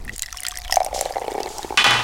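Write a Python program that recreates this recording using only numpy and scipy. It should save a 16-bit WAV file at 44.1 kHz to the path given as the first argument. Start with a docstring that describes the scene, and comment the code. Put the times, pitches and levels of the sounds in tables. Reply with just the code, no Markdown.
"""Oil is squeezed from a plastic bottle onto a foil-lined tray in a kitchen, over room noise and rumble.
Dull rubbing opens the scene (shaped noise); the buckling wall then snaps, crackles and pings
(short damped modes and grit), with hisses of spurting oil. From 0.7 s air pops in through the neck,
ringing neck and growing air space (paired damped sines); the wall squeaks once at 1.42 s. From 1.77 s
a metal tray is knocked twice and rattles in weaker knocks (sheet modes and dense clatter)."""
import sys
import numpy as np
from scipy import signal
from scipy.fft import rfft, irfft
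from scipy.io import wavfile

SR = 44100
rng = np.random.default_rng(int(sys.argv[2]) if len(sys.argv) > 2 else 0)


def master_out(mix):
    """Clip the mix to full scale and print it as 16-bit PCM to the path in sys.argv[1]."""
    frames = np.transpose(np.atleast_2d(mix))
    ceiling = np.clip(frames, -1, 1)
    pcm = np.round(ceiling * 32767).astype(np.int16)
    wavfile.write(sys.argv[1], SR, pcm)


N = 89919  # samples


def amp(db):
    """Decibel law: 20 dB is a tenfold amplitude."""
    return 10 ** (np.asarray(db) / 20)


def curve(points):
    """Linear interpolation of a (time [s], value) table over the whole scene."""
    times, values = np.transpose(points)
    return np.interp(np.arange(N) / SR, times, values)


def colour(x, points):
    """Linear filtering: a (frequency [Hz], gain [dB]) table multiplies the spectrum."""
    freqs, gains_db = np.transpose(points)
    hz = np.fft.rfftfreq(len(x), 1 / SR)
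    gain = amp(np.interp(np.log(hz + 1), np.log(freqs + 1), gains_db))
    return irfft(rfft(x) * gain, len(x))


def noise(points):
    """Shaped random noise: a filtered Gaussian signal of unit RMS."""
    x = colour(rng.standard_normal(N), points)
    return x / x.std()


def add(mix, start_s, sound):
    """Superposition: the sound is summed into the mix from its start time."""
    part = mix[round(start_s * SR):][:len(sound)]
    part += sound[:len(part)]


def ring(hz, t60, rise_s, length=.08):
    """Damped free oscillation: a decaying sine with a soft start, peak near 1."""
    t = np.arange(0, length, 1 / SR)
    envelope = (1 - np.exp(-t / rise_s)) * amp(-60 * t / t60)
    return envelope / envelope.max() * np.sin(2 * np.pi * hz * t)


def resonate(x, hz, radius, zeros):
    """Forced resonance: a conjugate pole pair responds near one frequency."""
    return signal.lfilter(zeros, [1, -2 * radius * np.cos(2 * np.pi * hz / SR), radius ** 2], x)


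# Room noise spectrum: (frequency [Hz], relative density [dB])
ROOM_TONE = [(100, 3.5), (450, -13.5), (720, 5), (1300, -1), (2000, -14.5), (6000, -11.5), (15500, -21)]
# Room noise course: (time [s], level [dB])
ROOM_LEVEL = [(0, -52), (.12, -50.5), (.15, -60), (.8, -49), (.9, -45.5), (1.2, -44.5), (2.04, -40)]


def room_noise():
    """Shaped noise: a fixed colour under a changing level, a quick drop near 0.13 s, then a rise."""
    return amp(curve(ROOM_LEVEL)) * noise(ROOM_TONE)


# Handling rumble spectrum: (frequency [Hz], relative density [dB])
RUMBLE_TONE = [(25, -7.5), (55, -7), (110, -30.5), (300, -85)]
# Handling rumble course: (time [s], level [dB])
RUMBLE_LEVEL = [(0, -30), (.15, -38), (.34, -40), (.48, -47.5), (.74, -31), (.83, -42.5), (.96, -39),
                (1.25, -48.5), (2.04, -47)]


def handling_rumble():
    """Low-frequency random excitation: bass noise swells and sinks with handling."""
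    return amp(curve(RUMBLE_LEVEL)) * noise(RUMBLE_TONE)


# Rubbing spectrum: (frequency [Hz], relative density [dB])
RUBBING_TONE = [(100, 3), (500, -11), (1200, -55)]
# Rubbing course: (time [s], level [dB])
RUBBING_LEVEL = [(0, -44), (.14, -37), (.16, -58)]


def rubbing():
    """Friction noise: dull random noise, swelling until 0.14 s and then quickly dropping away."""
    return amp(curve(RUBBING_LEVEL)) * noise(RUBBING_TONE)


KITCHEN_DB, KITCHEN_T60 = -21, 0.23  # level [dB], decay time [s]


def kitchen(x):
    """Diffuse reverberation: convolution with exponentially decaying noise."""
    t = np.arange(0, .4, 1 / SR)
    tail = rng.standard_normal(len(t)) * amp(-60 * t / KITCHEN_T60)
    tail = tail * (t > .006)  # silent gap before the first reflections
    return amp(KITCHEN_DB) * signal.fftconvolve(x, tail / np.linalg.norm(tail))[:N]


# Knocks: (time [s], level [dB], bass gain [dB])
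KNOCKS = [(1.774, -12, -4), (1.843, -13.5, 2), (1.866, -18.5, 0.5), (1.908, -18.5, 3), (1.94, -24, 8),
          (1.992, -27, 5.5)]
# Sheet modes: (nominal frequency [Hz], highest level [dB])
TRAY_MODES = [(824, -11), (1141, -11.5), (1227, -10), (1475, -10.5), (1945, -8), (2032, -19), (2466, -5.5),
              (2697, -9.5), (2890, -20), (3013, -5), (3240, -29), (3430, -6.5)]
# Clatter spectrum: (frequency [Hz], relative density [dB])
CLATTER_TONE = [(50, -25), (200, -12), (600, -11), (840, -2.5), (1830, -4), (3300, -4.5), (4200, -9.5),
                (9000, -23), (15500, -47)]
TRAY_T60, TRAY_WANDER = 0.43, .012  # decay [s], full range of relative mode shift between knocks
CLATTER_DB, CLATTER_T60 = -1.5, 0.52  # [dB], [s]
CRACK_DB, CRACK_T60 = 5, 0.012  # [dB], [s]
MUTE_S, MUTE_DB = 1.824, -6.5  # a touch damps the first knock before the second: [s], [dB]


def tray():
    """Modal radiation of a struck sheet: discrete modes over a dense unresolved clatter."""
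    out, t = np.zeros(N), np.arange(0, .3, 1 / SR)
    dense = noise(CLATTER_TONE)
    slope = np.gradient(dense)
    bright = slope / slope.std()
    draws = rng.random((len(KNOCKS), len(TRAY_MODES), 2))
    for (start_s, db, bass_db), draw in zip(KNOCKS, draws):
        x = np.zeros(len(t))
        for (hz, mode_db), (a, b) in zip(TRAY_MODES, draw):
            mode_hz = hz * (1 + TRAY_WANDER * (b - .5))
            envelope = amp(mode_db - 60 * t / TRAY_T60 + 3.3 * (a - 1.0))
            x = x + envelope * np.sin(2 * np.pi * (mode_hz * t + b + a))
        # a different stretch of noise for each knock
        shift = round(start_s * SR)
        x = x + amp(CLATTER_DB - 60 * t / CLATTER_T60) * np.roll(dense, shift)[:len(t)]
        x = x + amp(CRACK_DB - 60 * t / CRACK_T60) * np.roll(bright, shift)[:len(t)]
        touch = np.clip((t + start_s - MUTE_S) * 100, 0, 1)  # sets in over 10 ms
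        x = x * amp(MUTE_DB * (start_s < MUTE_S) * touch)
        x = colour(np.pad(x, 500), [(700, bass_db), (2600, 0)])[500:-500]
        add(out, start_s, amp(db) * x)
    return out


# Low tray ring: (frequency [Hz], level [dB], rise [s], decay time [s])
BOOM = (119.5, -31.5, .04, 1.0)


def tray_boom():
    """Low-mode resonance: one slowly building bass ring of the tray."""
    out = np.zeros(N)
    hz, db, rise_s, t60 = BOOM
    add(out, 1.85, amp(db) * ring(hz, t60, rise_s, .3))
    return out


# Spurts: (time [s], level [dB], rise [s], decay time [s])
SPURTS = [(0.129, -32.5, 0.0069, 0.11), (0.94, -28.5, 0.0029, 0.51), (1.47, -30.5, 0.072, 0.8)]
# Spurt spectrum: (frequency [Hz], relative density [dB])
SPURT_TONE = [(1500, -28), (3000, -6.5), (7000, -2), (15500, -23.5)]


def spurts():
    """Turbulent flow noise: oil and air hiss through the nozzle, swelling, then fading more slowly."""
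    t, level = np.arange(N) / SR, np.zeros(N)
    for start_s, db, rise_s, t60 in SPURTS:
        swell = (1 - np.exp(-t / rise_s)) * amp(db - 60 * t / t60)
        add(level, start_s, swell[:N // 2])
    return level * noise(SPURT_TONE)


# Short wall modes under every snap: (frequency [Hz], level under a 5 kHz snap [dB])
WALL_MODES = [(1950, -21), (3200, -27.5)]
WALL_DB_PER_OCT, WALL_T60 = -9, 0.0072  # brighter snaps stir the modes less; decay [s]
SNAP_CYCLES, SNAP_NOISE = 43.3, 0.51  # ring periods per 60 dB of decay, share of grit
SNAP_TAIL_DB, GRIT_POLE = -14, 0.7  # slower part of the grit [dB], pole radius


def snap(hz, grit):
    """Buckling of a thin shell: a damped ring, a burst of grit and the wall modes."""
    t = np.arange(len(grit)) / SR
    grit = 0.35 * resonate(grit, hz, GRIT_POLE, [1, 0, -1])
    body = (1 - SNAP_NOISE) * ring(hz, SNAP_CYCLES / hz, 0.00011, .03)[:len(t)]
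    for mode_hz, db in WALL_MODES:
        mode_db = db + WALL_DB_PER_OCT * np.log2(hz / 5000)
        body = body + amp(mode_db) * ring(mode_hz, WALL_T60, 0.00034, .03)[:len(t)]
    decay = amp(-60 * t / 0.005) + amp(SNAP_TAIL_DB - 60 * t / 0.017)
    return body + SNAP_NOISE * grit * np.minimum(t / 0.00013, 1) * decay


# Clear snaps: (time [s], level [dB], frequency [Hz])
SNAPS = [(0.049, -25, 10200), (0.1618, -15.5, 7400), (0.181, -11, 8750), (0.194, -10, 6700),
         (0.2218, -2.5, 7220), (0.2314, -13.5, 3900), (0.2608, -17.5, 5380), (0.327, -14.5, 5800),
         (0.3718, -13, 5440), (0.4044, -12, 9700.0), (0.4341, -9.5, 9400), (0.451, -13.5, 3200),
         (0.4665, -7, 4900), (0.4843, -7, 7700), (0.51, -19, 3360), (0.5169, -15.5, 6300),
         (0.556, -19, 4960), (0.5731, -11, 5700), (0.5874, -18, 11400), (0.649, -21, 3340),
         (0.6795, -18.5, 3070), (0.7108, -10.5, 5340), (0.7244, 1.5, 5310), (0.7415, -5.5, 5900),
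         (0.7582, -3.5, 6010), (0.8026, -20, 3900), (0.831, -15.5, 5250), (0.8472, -10.5, 8800),
         (0.863, -15, 5600), (0.991, -11.5, 5160), (1.0106, -1.5, 7570), (1.025, -25, 10900),
         (1.0544, -15, 4200), (1.1235, -19.5, 4840), (1.1969, -24, 8850), (1.2795, -27, 4240),
         (1.318, -22, 4940), (1.4044, -18.5, 5100), (1.432, -15, 4650), (1.4595, -19.5, 4200),
         (1.49, -19, 7100), (1.5832, -12.5, 5740), (1.63, -17, 3800)]
CLUMP_S, CLUMP_DB = .004, -22  # spread of delays [s], middle relative level [dB]


def wall_snaps():
    """Impulsive release of strain: clear snaps, each followed by three lesser ones."""
    out = np.zeros(N)
    for (start_s, db, hz), grit in zip(SNAPS, rng.standard_normal((len(SNAPS), 800))):
        add(out, start_s, amp(db) * snap(hz, grit))
        for late, size, u in rng.standard_normal((3, 3)):
            lesser = snap(min(hz * 1.1 ** u, 14000), rng.permutation(grit))
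            add(out, start_s + CLUMP_S * abs(late), amp(db + CLUMP_DB + 5.6 * size) * lesser)
    return out


# Crackle course: (time [s], base level [dB])
CRACKLE_LEVEL = [(0, -48.5), (.15, -40), (.45, -32), (.65, -31.5), (.8, -39.5), (.9, -42), (1.0, -33.5),
                 (1.5, -37), (2.04, -42.5)]
CRACKLE_SHARE, CRACKLE_SPREAD_DB = 0.325, 3  # share of 1600 draws kept (about 255 per s), [dB]


def wall_crackle():
    """Random point process: many fine snaps with scattered sizes and pitches."""
    out, level = np.zeros(N), curve(CRACKLE_LEVEL)
    draws = rng.random((1600, 4)) * [N / SR, 1, 1, 1]
    for (start_s, keep, u, size), grit in zip(draws, rng.standard_normal((1600, 800))):
        if keep < CRACKLE_SHARE:
            db = level[int(start_s * SR)] - CRACKLE_SPREAD_DB * np.log(size + 0.016)
            add(out, start_s, amp(db) * snap(1700 * 5.38 ** u, grit))
    return out


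# Neck hum course: (time [s], resonator gain [dB])
HUM_GAIN = [(.24, -72), (.34, -54.5), (.7, -44.5), (.9, -58)]
HUM_HZ, HUM_WIDTH_HZ, HUM_AIR = 724.8, 10.7, 0.037  # [Hz], [Hz], RMS of the seeping-air noise


def neck_hum(crackling):
    """Driven cavity resonance: crackle and seeping air keep the neck faintly ringing."""
    radius = np.exp(-np.pi * HUM_WIDTH_HZ / SR)
    drive = abs(crackling) + HUM_AIR * rng.standard_normal(N)
    return amp(curve(HUM_GAIN)) * resonate(drive, HUM_HZ, radius, [1, -1])


# Hollow pings of the wall: (time [s], level [dB], frequency [Hz])
PINGS = [(0.079, -27, 1860), (0.0873, -34, 2500), (0.0936, -19.5, 1950), (0.235, -26.5, 2010),
         (0.26, -32, 1900), (0.327, -31, 1340), (0.345, -31, 1096), (0.385, -29.5, 2920),
         (0.45, -27.5, 1420), (0.482, -27, 1880), (0.522, -29.5, 1170), (0.585, -30, 1990),
         (0.697, -23.5, 980), (0.7241, -13, 1912), (1.157, -29, 2030), (1.222, -33, 2060)]
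PING_T60, PING_GRIT_DB = 0.016, -0.5  # decay [s], level of the added snap [dB]


def wall_pings():
    """Free vibration of a hollow shell: a short ring with a snap at its onset."""
    out = np.zeros(N)
    for (start_s, db, hz), grit in zip(PINGS, rng.standard_normal((len(PINGS), 800))):
        add(out, start_s, amp(db) * ring(hz, PING_T60, 0.0021))
        add(out, start_s, amp(db + PING_GRIT_DB) * snap(hz * 1.37, grit))
    return out


# Squeak: (time [s], length [s], nominal frequency [Hz], level [dB])
SQUEAK = (1.421, .034, 2680, -42)


def wall_squeak():
    """Frequency modulation: the tone of squeezed plastic rises and falls in one arch."""
    out = np.zeros(N)
    start_s, length, hz, db = SQUEAK
    t = np.arange(0, length, 1 / SR)
    arch = np.sin(np.pi * t / length)
    phase = 2 * np.pi * np.cumsum(hz * (.96 + 0.042 * arch)) / SR
    add(out, start_s, amp(db) * arch ** 0.32 * np.sin(phase))
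    return out


def bottle_wall():
    """Superposition of wall sources: snaps and crackle also drive the neck hum."""
    crackling = wall_snaps() + wall_crackle()
    return crackling + neck_hum(crackling) + wall_pings() + wall_squeak()


# Neck resonance: (time [s], frequency [Hz])
NECK_PITCH = [(.8, 755.5), (1.4, 802), (1.75, 847)]
# Air-space resonance, falling as the bottle empties: (time [s], frequency [Hz])
AIR_PITCH = [(.7, 659), (1.1, 529), (1.4, 409), (1.75, 372)]
NECK_T60, AIR_T60 = 0.03, 0.019  # [s]
NECK_ECHO_S, NECK_ECHO_DB, POP_SNAP_DB = .014, -19, -9.5  # [s], [dB], [dB relative to the air ring]


def pop(start_s, neck_db, air_db, bend=1):
    """Coupled cavity resonance: a bursting bubble rings neck and air space in opposite sign."""
    neck_hz = bend * np.interp(start_s, *np.transpose(NECK_PITCH))
    neck = ring(neck_hz, NECK_T60, 0.00048)
    neck = neck + amp(NECK_ECHO_DB) * np.roll(neck, round(NECK_ECHO_S * SR))  # one late repeat
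    air_hz = np.interp(start_s, *np.transpose(AIR_PITCH)) / bend
    air = ring(air_hz, AIR_T60, 0.00065)
    add(air, 0, amp(POP_SNAP_DB) * snap(2233, rng.standard_normal(800)))
    return amp(neck_db) * neck - amp(air_db) * air


# Clear air pops: (time [s], neck ring level [dB], air-space ring level [dB])
POPS = [(0.697, -25.5, -37), (0.724, -14, -25), (0.742, -20.5, -25), (0.7695, -1.5, -7.5), (0.804, -9, -12),
        (0.816, -11, -16), (0.845, -21, -24), (0.863, -20.5, -19.5), (0.872, -23.5, -36),
        (0.929, -19.5, -18), (0.946, -35, -16.5), (0.961, -15.5, -31), (0.978, -22, -20), (0.991, -35, -23),
        (1.011, -15.5, -16), (1.025, -28, -20), (1.058, -15.5, -16.5), (1.107, -20.5, -22.5),
        (1.158, -20, -20), (1.167, -12.5, -18), (1.182, -20.5, -24.5), (1.218, -21.5, -19.5),
        (1.243, -23, -24), (1.2805, -19, -15), (1.299, -26, -34), (1.318, -35, -19), (1.351, -19.5, -17),
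        (1.358, -23, -24), (1.38, -17, -15.5), (1.403, -18, -16), (1.46, -21.5, -22), (1.581, -27, -43),
        (1.592, -19, -49), (1.646, -26, -18.5), (1.706, -20, -18.5), (1.724, -18, -29), (1.742, -25, -25)]
# Small pops: (time [s], middle level [dB])
FIZZ_LEVEL = [(.3, -57), (.66, -51.5), (.85, -35), (1.5, -34.5), (1.75, -42.5)]
FIZZ_SHARE, PITCH_SCATTER = 0.4, 0.15  # share of 800 draws kept (about 157 per s), relative bend


def glugs():
    """Bubble-excited resonance: clear pops and a random patter, with little bass radiated."""
    out, level = np.zeros(N), curve(FIZZ_LEVEL)
    for start_s, neck_db, air_db in POPS:
        add(out, start_s, pop(start_s, neck_db, air_db))
    for start_s, keep, a, b, c in rng.random((800, 5)) * [N / SR, 1, 1, 1, 1]:
        if keep < FIZZ_SHARE:
            db = level[int(start_s * SR)]
            neck_db, air_db = db + 14 * (a - .5), db + 14 * (b - .5)
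            add(out, start_s, pop(start_s, neck_db, air_db, 1 + PITCH_SCATTER * (2 * c - 1)))
    return signal.lfilter(*signal.butter(2, 240, "high", fs=SR), out)


# Side signal, half the left-right difference: (frequency [Hz], gain [dB])
SIDE_GAIN = [(30, -81), (200, -19), (2000, -84), (5000, -40), (14000, -19)]


def stereo(mid):
    """Decorrelation: a briefly smeared copy is added on the left and subtracted on the right."""
    smear = rng.standard_normal(300) * amp(-np.arange(300) / 10)
    smeared = np.convolve(mid, smear / np.linalg.norm(smear))[:N]
    side = colour(smeared, SIDE_GAIN)
    return np.array([mid + side, mid - side])


def scene():
    """Linear superposition: background, near sources and their reverberation."""
    background = room_noise() + handling_rumble() + rubbing()
    near = tray() + tray_boom() + spurts() + bottle_wall() + glugs()
    return stereo(background + near + kitchen(near))


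def record(dry):
    """Saturation and band limitation: soft overload, then a low-pass at 16.3 kHz."""
    overloaded = np.tanh(dry / 1.288) * 1.329
    low_pass = signal.firwin(511, 16300, window=("kaiser", 9), fs=SR)
    return signal.oaconvolve(overloaded, low_pass[None], "same")


dry = scene()
out = record(dry)
master_out(out)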